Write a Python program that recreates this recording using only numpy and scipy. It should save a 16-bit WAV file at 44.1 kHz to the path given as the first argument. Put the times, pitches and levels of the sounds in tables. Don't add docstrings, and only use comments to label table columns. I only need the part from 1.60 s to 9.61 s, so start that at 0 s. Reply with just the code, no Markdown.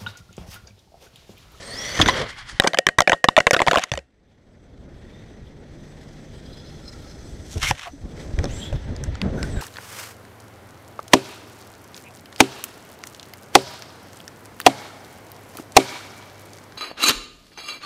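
import sys
import numpy as np
from scipy import signal
from scipy.fft import rfft, irfft
from scipy.io import wavfile
from scipy.ndimage import uniform_filter1d

SR = 44100
rng = np.random.default_rng(int(sys.argv[2]) if len(sys.argv) > 2 else 0)


def wav_record(signal):
    frames = np.transpose(np.atleast_2d(signal))
    bounded = np.clip(frames, -1, 1)
    quanta = np.round(bounded * 32767).astype(np.int16)
    wavfile.write(sys.argv[1], SR, quanta)


N = 353241

# (time [s], tyre and gear level [dB], treble level [dB], drumming of the panel [dB])
PASS_LEVELS = [(0, -45, -48, -44), (.13, -47, -45.5, -40), (.23, -45, -43, -39), (.34, -34, -41, -39),
               (.38, -31, -40, -31), (.52, -32, -52, -26.5), (.57, -28.5, -40.5, -30),
               (.62, -31.5, -44, -25.5), (.68, -37.5, -61, -43), (.74, -47, -68, -54),
               (.8, -47.5, -65, -90), (.99, -46, -57, -90)]
# (frequency [Hz], relative density [dB per Hz])
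NEAR_SPECTRUM = [(470, -34), (800, -11.5), (1390, -7), (2000, -3.5), (2660, -15.5), (3220, -6), (3790, -15),
                 (4400, -12), (10600, -31.5), (13000, -53.5), (16000, -74)]


def gain_of(db):
    return 10 ** (np.asarray(db) / 20)


def evened(x):
    return x / np.sqrt(np.mean(x ** 2) + 1e-20)


def peaked(x, db):
    return gain_of(db) * x / abs(x).max()


def add(mix, s, sound):
    part = mix[round(s * SR):][:len(sound)]
    part += sound[:len(part)]


def follow(rows, column=1):
    rows = np.asarray(rows)
    return np.interp(np.arange(N) / SR, rows[:, 0], rows[:, column])


def coloured(x, points, lo_hz=0, hi_hz=SR):
    hz = np.fft.rfftfreq(len(x), 1 / SR) + 1
    point_hz, point_db = np.transpose(points)
    shape = gain_of(np.interp(np.log(hz), np.log(point_hz), point_db))
    edges = 1 / (1 + (lo_hz / hz) ** 6) / (1 + (hz / hi_hz) ** 6)
    return evened(irfft(rfft(x) * shape * edges, len(x)))


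def flutter(db, span_s):
    hop = 64
    steps = rng.standard_normal(N // hop + 2)
    size = max(int(span_s * SR / hop), 1)
    slow = evened(uniform_filter1d(uniform_filter1d(steps, size), size))
    return evened(gain_of(db * np.interp(np.arange(N) / hop, np.arange(len(slow)), slow)))


def resonate(x, hz, width):
    turn = np.exp(2j * np.pi * np.cumsum(hz * np.ones(len(x))) / SR)
    r = np.exp(-np.pi * width / SR)
    return 2 * (turn * signal.lfilter([1 - r], [1, -r], x / turn)).real


def ringing(modes, shift_db=0, detune=.0):
    hz, db, t60 = np.transpose(modes)[:, :, None]
    luck = rng.standard_normal((len(modes), 3)).T[:, :, None]
    t = np.arange(int(max(t60)[0] * SR)) / SR
    waves = np.sin(2 * np.pi * hz * (1 + detune * luck[0]) * t) * np.sign(luck[1])
    decays = gain_of(db + shift_db + 3.0 * luck[2] - 60 * t / t60)
    return (decays * waves).sum(0)


def chatter(span_s):
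    t = np.arange(int(SR * .03)) / SR
    snaps = rng.standard_normal(len(t)) * (rng.random(len(t)) < .12) * np.exp(-t / max(span_s, 1e-4))
    return snaps + .8 * (t == 0)


def bumps(events, widths_s, levels_db):
    out = np.zeros(N)
    for s, width, db in zip(events, widths_s, levels_db):
        u = np.linspace(-3, 3, int(6 * width * SR))
        add(out, s - 3 * width, gain_of(db) * np.exp(-u ** 2))
    return out


def truck():
    # (time [s], tyre and gear level [dB], treble level [dB])
    roaming = [(1.0, -50.5, -73.5), (2.45, -58, -68.5), (3.2, -63, -71), (3.581, -57.5, -66),
               (3.98, -60, -69), (4.29, -57, -61.5), (4.9, -56.5, -61), (5.31, -55.5, -56),
               (5.9, -55, -54.5), (6.3, -62, -60.5), (6.54, -56.5, -60), (6.61, -44, -50),
               (6.66, -54.5, -55.5), (6.83, -48, -55.5), (6.97, -47.5, -51), (7.12, -49, -57.5),
               (7.35, -50.5, -61.5), (7.64, -49, -64), (7.86, -50, -49.5), (8.01, -43.5, -61)]
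    # (frequency [Hz], relative density [dB per Hz])
    far_spectrum = [(470, -23), (800, 0), (1150, -13), (1900, -2), (2840, -12.5), (3380, -11), (6020, -17),
                    (12500, -39.5), (14800, -44.5), (16000, -66.5)]
    # (frequency [Hz], width [Hz], relative level [dB])
    chassis = [(1400, 120, -3), (1870, 160, -4), (3380, 390, 1.5), (4070, 210, -7.5), (5220, 69, -9.5),
               (6060, 120, -3.5), (7970, 280, -8)]
    # (time [s], level [dB], treble level [dB])
    skips = [(.7, -46, -46.5), (0.789, -41.5, -51), (0.905, -42, -44)]
    split_hz, skip_s = 4500, .023

    levels = np.vstack([np.array(PASS_LEVELS)[:, :3], roaming])
    noise = rng.standard_normal(N) * flutter(2.0, .01)
    bands = np.zeros(N)
    for hz, band_hz, db in chassis:
        bands += gain_of(db) * flutter(3, .04) * evened(resonate(rng.standard_normal(N), hz, band_hz))
    near = coloured(noise, NEAR_SPECTRUM)
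    far = coloured(noise, far_spectrum) + 0.48 * evened(bands)

    def near_then_far(**edge):
        flat = [(1, 0)]
        return np.where(np.arange(N) < SR, coloured(near, flat, **edge), coloured(far, flat, **edge))

    low, high = near_then_far(hi_hz=split_hz), near_then_far(lo_hz=split_hz)
    s, level_db, treble_db = np.transpose(skips)
    widths = np.full(len(s), skip_s)
    low_gain = gain_of(follow(levels)) + bumps(s, widths, level_db)
    high_gain = gain_of(follow(levels, column=2)) + bumps(s, widths, treble_db)
    return low_gain * low + high_gain * high


def swell(start, length, first_hz, last_hz, top_db):
    end_db, settle = -15, 2.2
    u = np.linspace(0, 1, num=12)
    hz = last_hz + (first_hz - last_hz) * (1 - u) ** settle
    return np.transpose([start + length * u, hz, top_db + end_db * (2 * u - 1) ** 2])


def gliding_lines(curves, orders, snatched=False):
    out = np.zeros(N)
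    for rows in curves:
        s, hz, db = np.transpose(rows)
        t = np.arange(s[0], s[-1], 1 / SR)
        lines = np.zeros(len(t))
        for multiple, width, order_db in orders:
            line = evened(resonate(rng.standard_normal(len(t)), multiple * np.interp(t, s, hz), width))
            lines += gain_of(order_db) * flutter(2.2, 0.017)[:len(t)] * line
        if snatched:
            lines *= flutter(5.5, .02)[:len(t)]
        add(out, s[0], gain_of(np.interp(t, s, db)) * lines * signal.windows.tukey(len(t), .1))
    return out


def whine():
    # (time [s], gear mesh frequency [Hz], reference level [dB])
    throttle = [
        [(0, 3753, -57), (.05, 4050, -58), (.13, 4476, -45), (.2, 5636, -45), (.3, 5934, -44),
         (.4, 6150, -40.5), (.5, 5920, -43), (.57, 5800, -51), (.65, 4900, -55)],
        [(6.88, 2460, -57), (6.94, 3300, -58), (6.99, 3930, -63), (7.03, 3800, -60)],
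    ]
    # (multiple [1], width [Hz], level over reference [dB])
    mesh_orders = [(.76, 160, -6.5), (1, 110, 7), (2, 400, -18)]
    # (start [s], length [s], first reference [Hz], last reference [Hz], top reference level [dB])
    drones = [(0, 0.61, 1770, 2140, -37.5), (.005, .17, 7550, 9050, -48.5),
              (0.123, 0.32, 3350, 3480, -41.5), (.22, 0.16, 4270, 4670, -42),
              (0.453, 0.21, 3500, 3250, -39), (0.501, .45, 2125, 2164, -50.5),
              (3.26, 0.58, 1680, 2032, -65), (3.399, 0.32, 3350, 3760, -65), (3.99, 0.69, 1500, 2080, -69),
              (4.595, .72, 3050, 3520, -60), (4.901, 0.98, 1400, 1350, -60), (6.879, .1, 5000, 7700, -48.5),
              (6.913, 0.19, 8160, 7450, -46.5), (6.93, .1, 5940, 6100, -52),
              (6.972, 0.15, 3050, 3450, -40.5), (7.743, 0.16, 1480, 1530, -40),
              (7.828, 0.26, 9270, 7500, -50.5), (7.902, .2, 3980, 3770, -55),
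              (7.943, 0.13, 1710, 1500, -39)]
    # (time [s], gear mesh frequency [Hz], reference level [dB])
    far_run = [(4.7, 4880, -61), (4.94, 4980, -63.5), (5.07, 5100, -56), (5.16, 5280, -66),
               (5.4, 5000, -57.5), (5.56, 5220, -64), (5.7, 5200, -63)]
    # (time [s], reference [Hz], reference level [dB])
    scrape = [(6.02, 2000, -37), (6.035, 2200, -29.5), (6.055, 2100, -36), (6.08, 2190, -32.5),
              (6.105, 2200, -34)]
    # (time [s], reference [Hz], reference level [dB])
    squeak = [(6.255, 760, -44), (6.275, 730, -33.5), (6.29, 733, -43), (6.31, 710, -62)]

    out = gliding_lines(throttle, mesh_orders)
    out += gliding_lines([swell(*row) for row in drones], [(0.98, 99.9, 1), (1.06, 300., -9.5)])
    out += gliding_lines([far_run], [(.81, 120.5, 2.5), (1, 90., 3.5)], snatched=True)
    out += gliding_lines([scrape], [(.68, 150., -7), (1, 200., 6), (1.47, 200., -4)])
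    squeak_orders = [(0.98, 60., 1.5), (1.55, 120., -4.5), (2.9, 120., -20.5), (3.8, 120., -19)]
    return out + gliding_lines([squeak], squeak_orders)


def ramp():
    # (frequency [Hz], relative density [dB per Hz])
    drum_spectrum = [(15, -50.5), (25, -7.5), (113, -3.5), (167, -9.5), (262, -6.5), (309, -13),
                     (515, -4.5), (919, -16), (1300, -14.5), (1690, -39), (2860, -120)]
    # (time [s], panel peak [dB], pitch [Hz], ring t60 [s], boom peak [dB])
    blows = [(.391, -12, 1770, .015, -15), (.399, -6.5, 700, 0.0098, -9), (.414, -1.5, 3440, 0.0075, -17),
             (.421, -11, 2610, 0.0079, -11), (.459, -7.5, 1900, 0.0052, -11),
             (.468, -19.5, 2110, .01, -14.5), (0.478, -10, 3550, 0.017, -19), (.485, -1, 1050, .03, -22),
             (.494, -9.5, 2040, .02, -22), (.504, -18, 3000, .012, -23)]
    # (frequency [Hz], relative level [dB], t60 [s])
    boom = [(60, -6.0, 0.082), (131.3, -0.5, 0.04), (210.7, 1.5, 0.03), (328, 1.5, 0.019)]

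    drumming = coloured(rng.standard_normal(N), drum_spectrum) * flutter(0.85, .01)
    out = gain_of(follow(PASS_LEVELS, column=3)) * drumming
    t = np.arange(SR // 20) / SR
    for s, db, hz, t60, boom_db in blows:
        panel = [(hz, 0, t60), (1.7 * hz, -8., .008), (1.95 * hz, -11., .01), (3.1 * hz, -24., .008)]
        contact = chatter(.0045)
        add(out, s, peaked(signal.fftconvolve(contact, ringing(panel)), min(db, -1)))
        add(out, s, peaked(signal.fftconvolve(contact, ringing(boom)), boom_db))
        shell = coloured(rng.standard_normal(len(t)), NEAR_SPECTRUM)
        add(out, s, gain_of(db - 12.5 - 60 * t / 0.055) * shell)
    return out


def knocks():
    # (time [s], peak before limiting [dB],
    # body relative to middle [dB], treble relative to middle [dB], pitch of the spot [Hz],
    # rattle relative to knock [dB])
    blows = [(.999, 23.5, -11.5, -21, 920, -42.5), (1.021, 6, -2, -3, 1030, -30.5),
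             (1.037, 8, -5, -9, 996, -40.5), (1.043, 12, 4, -34, 1400, -26), (1.065, 9, 7, -26, 1880, -34),
             (1.073, 19, -11.5, -2.5, 1950, -34.5), (1.134, 7, -7, -14, 1920, -36),
             (1.144, 9.5, -9.5, -12, 1590, -46.5), (1.173, 4, -9, -23, 1950, -34.5),
             (1.187, 20.5, -7.5, -4, 2460, -49), (1.267, 19.5, -13.5, -9, 2150, -46),
             (1.288, 15.5, -10.5, -13, 1170, -43.5), (1.385, 18, -17, -10.5, 1500, -31),
             (1.405, 27, -7, -11.5, 1900, -50), (1.419, 15.5, -1, -6, 1670, -41),
             (1.475, 21.5, -7, -28, 2100, -35.5), (1.496, 22.5, -7, -9.5, 902, -37),
             (1.519, 21.5, -4, -14.5, 1670, -59), (1.53, 22, -11.5, -20.5, 1150, -40.5),
             (1.642, 23.5, -6.5, -11.5, 1740, -49.5), (1.686, 24, -14, -18.5, 1000, -41),
             (1.766, 20.5, -10.5, -14.5, 2300, -39), (1.778, 24, 3.5, -14, 988, -39),
             (1.785, 21, -7, -12.5, 2020, -45.5), (1.803, 20, -11, -14, 1700, -38),
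             (1.868, 26.5, -11.5, -21, 1010, -37), (1.909, 30.5, -1.5, -5, 1560, -45),
             (1.932, 22, -4.5, -3, 1700, -37.5), (1.941, 23.5, -10, -9, 2540, -39.5),
             (1.945, 24.5, -14, -16.5, 1090, -39.5), (1.965, 24, -5, -16, 1090, -30.5),
             (1.992, 18.5, -15, -31, 1600, -45), (2.002, 21, -4, -18.5, 1130, -35),
             (2.018, 27.5, -1.5, -13.5, 942, -37.5), (2.028, 2, -5, -23, 2130, -36),
             (2.066, 14.5, -1, -10.5, 902, -46), (2.073, 22.5, 0, -16.5, 964, -31.5),
             (2.082, 25, -7, -18, 1960, -32), (2.112, 20, -8, -17, 977, -45),
             (2.132, 17.5, -4, -20, 902, -36.5), (2.142, 16, 1, -10, 902, -40),
             (2.149, 12, -19, -15, 1030, -35), (2.158, 20.5, -8, -21.5, 1150, -34),
             (2.172, 20, -6, -17, 902, -55), (2.184, 15, -12, -13, 1010, -44.5),
             (2.194, 11, -4, -5.5, 2200, -49.5), (2.237, 12, -35, -1, 3400, -37.5),
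             (2.317, 11.5, -11.5, -11, 3540, -28.5), (2.337, 6.5, -7, -5, 1990, -39.5),
             (2.353, -5.5, -21, -4, 1890, -41), (2.375, 2.5, -6.5, -8.5, 2560, -42.5),
             (2.39, -4.5, -6, -10, 1930, -47), (6.03, -12.5, -26, -1, 2160, -47),
             (6.038, -19, -26, -3, 2320, -45), (6.11, -4, -9, -7, 780, -37),
             (6.789, -16.5, -16, -7, 2000, -45), (6.809, -41, 5, 0.5, 689, -40),
             (6.842, -14.5, 0.5, -1, 600, -49), (6.855, -22, -15, 1, 1630, -40),
             (7.127, -22, 6, -30, 656, -26), (7.364, -26, -8, 10, 729, -36),
             (7.438, -19, -16, 17, 700, -24.5), (7.554, -24.5, -12, 1, 600, -51),
             (7.616, -10, -33, -9.5, 3430, -35), (7.829, -13, -21, -4, 2050, -44)]
    # (nominal frequency [Hz], relative level [dB], t60 [s])
    case = np.array([(170, -15.5, 0.072), (300, -9, 0.0087), (559.6, 4.5, 0.041), (700, 7.5, 0.028),
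                     (1050, -2, 0.015), (1500, -2.5, 0.013), (1900, -3, 0.017), (2366, -3, 0.0098),
                     (3000, -0.5, 0.0078), (3550, -3, 0.011), (3970, -7.5, 0.0046), (4950, 3.5, 0.0073),
                     (5770, 5, 0.0062), (6880, 4.5, 0.0052), (8500, -3.5, 0.0034), (10500, -17, 0.0023),
                     (13200, -25, .006)])
    # (frequency [Hz], relative level [dB], t60 [s])
    mount = [(520, -5.5, .2), (730, -3.5, .25), (1870, -2, 0.33), (1885, -4, 0.25), (2700, -12.5, .22),
             (2955, -9.5, 0.24), (3050, -14, 0.18)]
    # (frequency [Hz], relative density [dB per Hz])
    rattle_spectrum = [(59, -42.5), (100, -13.5), (608, -1.5), (991, -19), (1870, -7.5), (2320, -19.5),
                       (2930, -20), (8110, -24), (16000, -51)]
    mount_db = -41.5
    contact_s, contact_growth = .0011, .24

    out, t = np.zeros(N), np.arange(SR // 5) / SR
    body, middle, treble = (case[(case[:, 0] > lo) & (case[:, 0] <= hi)]
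                            for lo, hi in ((0, 900), (900, 4500), (4500, SR)))
    shaken = gain_of(-60 * t / 0.25) + 2.3 * gain_of(-60 * t / .035)
    fade = np.cos(np.pi / 2 * t / t[-1])
    for s, db, body_db, treble_db, spot_hz, rattle_db in blows:
        luck = np.exp(0.44 * rng.standard_normal())
        contact = chatter(contact_s * gain_of(contact_growth * db) * luck)
        snap = np.zeros(SR // 5)
        for modes, part_db in ((body, body_db), (middle, 0), (treble, treble_db)):
            octaves = np.log2(modes[:, :1] / spot_hz)
            near_db = 8.8 * np.exp(-(octaves / 0.58) ** 2)
            rings = ringing(modes, near_db, detune=.04)
            neighbours = ringing(modes, near_db - 2.0, detune=.13)
            add(snap, 0, peaked(signal.fftconvolve(contact, rings + neighbours), part_db))
        add(out, s, peaked(snap, db))
        add(out, s, gain_of(db + mount_db) * ringing(mount))
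        rattle = coloured(rng.standard_normal(len(t)), rattle_spectrum)
        add(out, s, gain_of(db + rattle_db) * rattle * shaken * fade)
    return out


def thumps():
    # (time [s], peak [dB], pitch [Hz], t60 [s])
    pushes = [(0.954, -34, 40.4, 0.053), (2.318, 1.5, 122.5, 0.044), (2.339, -10.5, 67, 0.21),
              (5.964, -14, 81.5, 0.091), (6.107, -12, 112, 0.042), (6.333, -34.5, 280, 0.15),
              (6.443, -24, 40, 0.07), (6.738, -12.5, 46, 0.051), (6.783, -13.5, 68.4, 0.063),
              (6.84, -17, 252, 0.02), (7.124, -15, 43.4, 0.16), (7.626, -19, 194, 0.15)]
    out, t = np.zeros(N), np.arange(SR // 4) / SR
    for s, db, hz, t60 in pushes:
        swing = np.sin(2 * np.pi * hz * t) * gain_of(-60 * t / t60)
        rounded_start = 1 - np.exp(-t / 0.0016)
        add(out, s, peaked(swing * rounded_start, db))
    return out


def grass():
    # (time [s], level [dB], treble relative to it [dB])
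    drags = [
        [(2.19, -18, -14), (2.218, -10.5, -11.5), (2.242, -4.5, -30), (2.252, -32, -16), (2.3, -30, -11)],
        [(5.85, -69, 13), (5.93, -53, 9.5), (6.002, -48, 1), (6.03, -24, -5.5), (6.096, -36, 5),
         (6.11, -19, -12), (6.128, -49.5, 0), (6.17, -46, -9), (6.185, -39.5, -6), (6.26, -38.5, -13),
         (6.282, -43.5, -37), (6.3, -70, -11)],
    ]
    # (frequency [Hz], relative density [dB per Hz])
    grass_spectrum = [(290, -47), (500, -13.5), (1230, -2), (3290, -1), (4870, -13.5), (5550, -5.5),
                      (13800, -27.5), (15300, -31), (16000, -55)]

    out = np.zeros(N)
    strengths = rng.standard_normal(N) * gain_of(2.4 * rng.exponential(1, N))
    snaps = strengths * (rng.random(N) < .15) * flutter(3.0, .006)
    low = coloured(snaps, grass_spectrum, hi_hz=4150)
    high = coloured(snaps, grass_spectrum, lo_hz=4060)
    for rows in drags:
        ends = [(rows[0][0] - .02, -110, 0), *rows, (rows[-1][0] + 0.028, -110, 0)]
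        out += gain_of(follow(ends)) * (low + gain_of(follow(ends, column=2)) * high)
    return out


def wind():
    # (time [s], rumble level [dB], rush level [dB])
    breeze = [(.72, -50, -55), (.84, -48, -57), (.98, -54.5, -55), (3.4, -43.5, -47), (4.6, -44, -46),
              (5.85, -40, -44), (6.0, -42, -48.5), (6.25, -52.5, -62), (6.5, -42, -41.5), (6.72, -35, -41),
              (7.08, -37.5, -39.5), (7.25, -35, -45), (7.58, -34.5, -45), (7.75, -25.5, -30),
              (8.01, -37, -39.5)]
    # (frequency [Hz], relative density [dB per Hz])
    wind_spectrum = [(8.8, -42), (15, -0.5), (70, 2), (102, -1.5), (145, -1), (179, -4.5), (602, -16),
                     (944, -29.5), (1600, -32), (2080, -49.5), (3520, -120)]
    # (time [s], half width [s], rumble level [dB], rush level [dB])
    buffets = [(.94, .015, -39, -56), (4.9, 0.025, -46, -53), (5.974, .018, -27, -32.5),
               (6.04, 0.024, -28.5, -44), (6.11, 0.022, -29, -51), (6.35, .04, -53.5, -62),
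               (6.455, 0.017, -32, -48), (6.67, 0.055, -40, -45), (6.799, 0.017, -20, -33),
               (6.851, 0.019, -31, -27), (6.92, 0.047, -31, -42), (7.149, 0.02, -20.5, -37),
               (7.32, 0.047, -35, -38), (7.42, 0.03, -31.5, -40.5), (7.49, 0.032, -25.5, -39.5),
               (7.662, 0.03, -28.5, -27), (7.84, 0.038, -35, -45), (7.96, 0.029, -26, -37.5)]
    # (time [s], peak level [dB])
    hum_levels = [(3.7, -72.5), (3.95, -46.5), (5.7, -51), (5.95, -65)]
    hum_hz, split_hz = 149, 150

    s, width, rumble_db, rush_db = np.transpose(buffets)
    rumble = coloured(rng.standard_normal(N), wind_spectrum, hi_hz=split_hz) * flutter(1.5, 0.025)
    rush = coloured(rng.standard_normal(N), wind_spectrum, lo_hz=split_hz) * flutter(1.1, 0.017)
    hum_phase = 2 * np.pi * np.cumsum(hum_hz * flutter(.06, .1)) / SR
    hum = gain_of(follow(hum_levels)) * np.sin(hum_phase)
    rumble_gain = gain_of(follow(breeze)) + bumps(s, width, rumble_db)
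    rush_gain = gain_of(follow(breeze, column=2)) + bumps(s, width, rush_db)
    return rumble_gain * rumble + rush_gain * rush + hum


def scene():
    return (truck() + whine() + ramp() + knocks() + thumps() + grass() + wind())[None]


def record(dry):
    recovery = np.arange(N) * 21.6 / SR
    level_db = 20 * np.log10(abs(dry[0]) + 1e-9)
    held_db = np.maximum.accumulate(level_db + recovery) - recovery
    limited = np.clip(dry / gain_of(np.maximum(held_db - 2.5, 0)), -1, 1)
    limited = signal.lfilter(*signal.butter(1, 25., "high", fs=SR), limited)
    dulled = signal.lfilter(*signal.butter(4, 14500., fs=SR), limited)
    band_limit = signal.firwin(511, 16450, window=("kaiser", 9), fs=SR)
    return np.clip(signal.oaconvolve(dulled, band_limit[None], "same"), -1, 1)


dry = scene()
out = record(dry)
wav_record(out)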